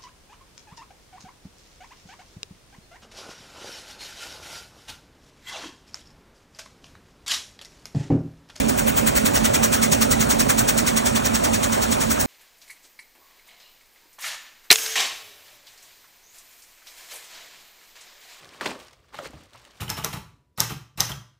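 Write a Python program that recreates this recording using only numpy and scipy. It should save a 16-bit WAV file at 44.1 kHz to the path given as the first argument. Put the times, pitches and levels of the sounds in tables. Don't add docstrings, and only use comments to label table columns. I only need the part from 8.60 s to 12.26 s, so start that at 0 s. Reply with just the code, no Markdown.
import sys
import numpy as np
from scipy import signal
from scipy.fft import rfft, irfft, next_fast_len
from scipy.io import wavfile
from scipy.ndimage import uniform_filter1d, map_coordinates

SR = 44100
rng = np.random.default_rng(int(sys.argv[2]) if len(sys.argv) > 2 else 0)


def gain_from_db(level_db):
    decades = np.asarray(level_db, float) / 20
    return 10 ** decades


def master(y):
    cut = np.clip(np.atleast_2d(y).T, -1, 1)
    pcm = np.round(cut * 32767)
    wavfile.write(sys.argv[1], SR, pcm.astype(np.int16))


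N = 161406
T = np.arange(N) / SR
PICKS_PER_S, FIRST_PICK_S = 10.526, 0.001577
CYCLE_S = 2 / PICKS_PER_S
REED_LATE_S = 0.0034

# time_s, clatter_db, clatter_tilt_db_per_octave (roughly), reed_db, drive_db, hum_db
PHONE_WALK = [(0, -22.5, 2, -26, -21, -22.5), (.3, -21.5, 16, -23, -20.5, -24.5),
              (.75, -19, 6, -18, -19, -24), (1.3, -15, 3, -19, -20.5, -22.5),
              (1.7, -16, 4, -19.5, -19.5, -23), (2, -15.5, 4.5, -19.5, -20.5, -24),
              (2.4, -18, 1.5, -21, -21, -24.5), (3, -20, 2, -22.5, -21, -25),
              (3.66, -19, 5.2, -24, -21, -25.5)]
# pitch_hz, level_db
HARNESS_SPECTRUM = [(800, -40), (2000, -5), (3200, -3), (4900, -6.5), (5700, 1), (7000, -1), (9000, -2),
                    (10500, -5), (13000, -3.5), (15800, -2.5)]
# pitch_hz, level_db
REED_SPECTRUM = [(300, -46), (900, -2), (1450, -4), (2100, -7.5), (3500, -10), (6000, -12)]
# pitch_hz, level_db
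DRIVE_SPECTRUM = [(20, -52), (40, -8.5), (100, -5.5), (170, -3.5), (225, -3), (280, 1.5), (340, -7.5),
                  (400, -2), (460, -6.5), (560, -1.5), (800, -7), (1200, -13), (2000, -21.5), (4000, -29.5)]
# pitch_hz, share
DRIVE_REPEATS = [(30, .4), (150, .55), (300, .55), (600, .35), (1000, .1), (2000, .02)]
# turns_per_cycle, relative_level_db, time_in_cycle_where_they_agree_s
SURGING_TONES = [(42, 0, .0718), (43, -1.5, .0718), (44, -2.5, .0718), (46, -8.5, .0718), (48, -7, .0414),
                 (50, -7, .0414)]
# turns_per_cycle, relative_level_db
WEAK_TONES = [(20, -14)]
# pitch_hz, level_db
AIR_SPECTRUM = [(1000, -20), (2500, 11), (4800, -1), (5700, 2), (9000, 8), (10500, 1), (15700, -6.5)]
# start_s, level_db
KNOCK_TIMES = [(.281, -10.5), (.383, -11)]
# pitch_hz, relative_level_db, time_to_fall_60_db_s
KNOCK_TONES = [(520, -2, .03), (850, 0, .025), (1200, -3, .02)]
# pitch_hz, level_db
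LEFT_OVER_RIGHT = [(40, 0), (100, -3.5), (150, -10), (220, -12.5), (380, -5), (700, -3), (1290, -1),
                   (2400, .8), (8000, 0)]
# pitch_hz, share
PORTS_ALIKE = [(40, .99), (250, .62), (350, .82), (800, .9), (1200, .72), (1700, .5), (2300, .25),
               (3200, .3), (4000, .7), (4800, .3), (5500, .99), (7200, .995), (9000, .8), (10500, .97),
               (12000, .995), (13700, .96), (15000, .88)]
# pitch_hz, lead_rad
RIGHT_LEADS = [(40, .1), (130, .55), (200, 1.6), (350, 3.1), (560, 3.1), (1000, 3.8), (1500, 4.8),
               (2000, 5.8), (2600, 4.2), (3500, .4), (4300, .1), (4900, 3), (5450, 6.25), (6800, 6.35),
               (8000, 7.2), (10400, 9.35), (13700, 9.45), (14200, 10), (15700, 10.9)]


def unit(x):
    return x / np.sqrt(np.mean(x ** 2) + 1e-20)


def along(points, hz):
    f, v = np.transpose(points)
    return np.interp(np.log(hz + 1), np.log(f + 1), v)


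def walk(column):
    return np.interp(T, [row[0] for row in PHONE_WALK], [row[column] for row in PHONE_WALK])


def wobble(rate):
    points = rng.standard_normal(int(N * rate / SR) + 4)
    return map_coordinates(points, [T * rate])


def filtered(x, response):
    m = next_fast_len(N + SR // 2)
    return irfft(rfft(x, m) * response(np.fft.rfftfreq(m, 1 / SR)), m)[..., :N]


def shaped(x, spectrum):
    return filtered(x, lambda hz: gain_from_db(along(spectrum, hz)))


def tilt_part(x, low_hz, high_hz, middle_hz):
    return filtered(x, lambda hz: np.log2(np.clip(hz, low_hz, high_hz) / middle_hz) * np.log(10) / 20)


def patchy(x, patchy_db, bins, frames):
    z = signal.stft(x, nperseg=256)[2]
    field = rng.standard_normal(z.shape[1:])
    field = uniform_filter1d(field, bins, axis=0)
    field = uniform_filter1d(field, frames, axis=1)
    return signal.istft(z * gain_from_db(patchy_db * unit(field)), nperseg=256)[1][:, :N]


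def rattle(per_s):
    click_share = .4
    hits = rng.random(N) < per_s / SR
    clicks = hits * rng.standard_normal((2, N)) * gain_from_db(1.5 * rng.exponential(size=N))
    blur = rng.standard_normal((2, N))
    return np.sqrt(click_share) * unit(clicks) + np.sqrt(1 - click_share) * blur


def bursts(picks, late_s, rise_s, fall_db_per_s):
    power = np.zeros(N)
    for s, db, stretch in picks:
        near = slice(max(0, int((s - .05) * SR)), max(0, int((s + .25) * SR)))
        u = (T[near] - s - late_s) / stretch
        rise = np.exp(-np.abs(u / rise_s) ** 2.4)
        fall = gain_from_db(-2 * fall_db_per_s * np.abs(u))
        power[near] += gain_from_db(2 * db) / stretch * np.where(u < 0, rise, fall)
    return power


def clacks(picks):
    middle_hz, spread_octaves, scatter_s = 1650, .4, .007
    out, t = np.zeros(N + SR), np.arange(SR // 10) / SR
    draw = rng.standard_normal((len(picks), 6, 3))
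    for (s, db, _), parts in zip(picks, draw):
        for late, pitch, size in parts:
            at = round((s + REED_LATE_S + scatter_s * late) * SR)
            if at >= 0:
                hz = middle_hz * 2 ** (spread_octaves * pitch)
                t60_s = .08 * np.sqrt(middle_hz / hz)
                fade = gain_from_db(db + 2.6 * size - 60 * t / t60_s)
                soft_start = 1 - np.exp(-t / 0.0019)
                out[at:at + len(t)] += fade * np.sin(2 * np.pi * hz * t) * soft_start
    return out[:N]


def weaving():
    k = np.arange(-1, N / SR * PICKS_PER_S + 1)
    late, louder, longer = rng.standard_normal((3, len(k)))
    # time in s, level in dB, stretch of its burst
    picks = np.transpose([FIRST_PICK_S + k / PICKS_PER_S + .001 * late, .35 * louder, np.exp(.1 * longer)])

    parts = patchy(rattle(5000), 1, bins=5, frames=12)
    parts = patchy(parts, 1.6, bins=14, frames=3)
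    flat = unit(shaped(parts, HARNESS_SPECTRUM))
    tilted = flat + walk(column=2) * tilt_part(flat, 500, None, 7000)
    shake = bursts(picks, 0, rise_s=.0115, fall_db_per_s=520)
    clatter = gain_from_db(walk(column=1)) * np.sqrt(shake) * tilted

    reed = unit(shaped(patchy(rattle(1250), 2.4, bins=2, frames=8), REED_SPECTRUM))
    blow = bursts(picks, REED_LATE_S, rise_s=0.014, fall_db_per_s=460)
    rung = gain_from_db(-8) * np.array([clacks(picks), clacks(picks)])
    return clatter + gain_from_db(walk(column=3)) * (np.sqrt(blow) * reed + rung)


def looped(picks):
    length = picks * SR / PICKS_PER_S
    place = np.rint(np.arange(N) % length).astype(int)
    mix = np.array([wobble(1.5) for _ in range(3)])
    patterns = rng.standard_normal((2, 3, int(length) + 2))[..., place]
    return (patterns * mix).sum(axis=1) / np.sqrt((mix ** 2).sum(axis=0))


def drive():
    every_pick = .45
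    cyclic = np.sqrt(every_pick) * looped(picks=1) + np.sqrt(1 - every_pick) * looped(picks=2)
    free = patchy(rng.standard_normal((2, N)), 2.43, bins=2, frames=12)

    def share(hz):
        return np.clip(along(DRIVE_REPEATS, hz), 0, 1)

    rumble = filtered(shaped(cyclic, DRIVE_SPECTRUM), lambda hz: np.sqrt(share(hz)))
    rumble += filtered(shaped(free, DRIVE_SPECTRUM), lambda hz: np.sqrt(1 - share(hz)))
    rumble = unit(rumble)
    slope = -1.97 + .5 * T
    return gain_from_db(walk(column=4)) * (rumble + slope * tilt_part(rumble, 300, 1200, 500))


def gears():
    turn = 2 * np.pi * T / CYCLE_S
    hum = np.zeros(N)
    for order, db, s in SURGING_TONES:
        phase = order * (turn - 2 * np.pi * s / CYCLE_S) + .25 * wobble(1)
        hum += gain_from_db(db + .8 * wobble(2)) * np.cos(phase)
    for order, db in WEAK_TONES:
        hum += gain_from_db(db + 2.5 * wobble(1.2)) * np.cos(order * turn + 2 * np.pi * rng.random())
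    whine = np.zeros(N)
    for order in (107, 108):
        whine += gain_from_db(2.6 * wobble(4.86)) * np.sin(order * turn + 0.83 * wobble(3.99))
    whine_db = -32.5 - 2 * T
    return unit(hum) * gain_from_db(walk(column=5)) + gain_from_db(whine_db) * whine


def air():
    hiss = shaped(patchy(rattle(2500), 1.8, bins=6, frames=12), AIR_SPECTRUM)
    return gain_from_db(-36) * unit(hiss)


def knocks():
    out, t = np.zeros(N), np.arange(SR // 10) / SR
    soft_start = 1 - np.exp(-t / 0.00039)
    for s, db in KNOCK_TIMES:
        ring = np.zeros(len(t))
        for hz, level, t60_s in KNOCK_TONES:
            ring += gain_from_db(level + rng.normal(0, 1.7) - 60 * t / t60_s) * np.sin(2 * np.pi * hz * t)
        out[round(s * SR):][:len(t)] += gain_from_db(db) * ring * soft_start
    return out


def scene():
    field = weaving() + drive() + air()
    return field + gears() * [[1], [.3]]


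def band_limit(x):
    return signal.sosfilt(signal.butter(12, 17130, fs=SR, output="sos"), x)


def record(dry):
    def alike(hz):
        return np.clip(along(PORTS_ALIKE, hz), 0, 1)

    coloured = shaped(dry, LEFT_OVER_RIGHT)
    left = filtered(coloured[0], lambda hz: alike(hz) * np.exp(-1j * along(RIGHT_LEADS, hz)))
    left += filtered(coloured[1], lambda hz: np.sqrt(1 - alike(hz) ** 2))
    ports = np.array([left, dry[0]]) + knocks() * [[1], [-1]]
    mix = filtered(ports, lambda hz: hz < 15850)
    return band_limit(mix)


dry = scene()
out = record(dry)
master(out)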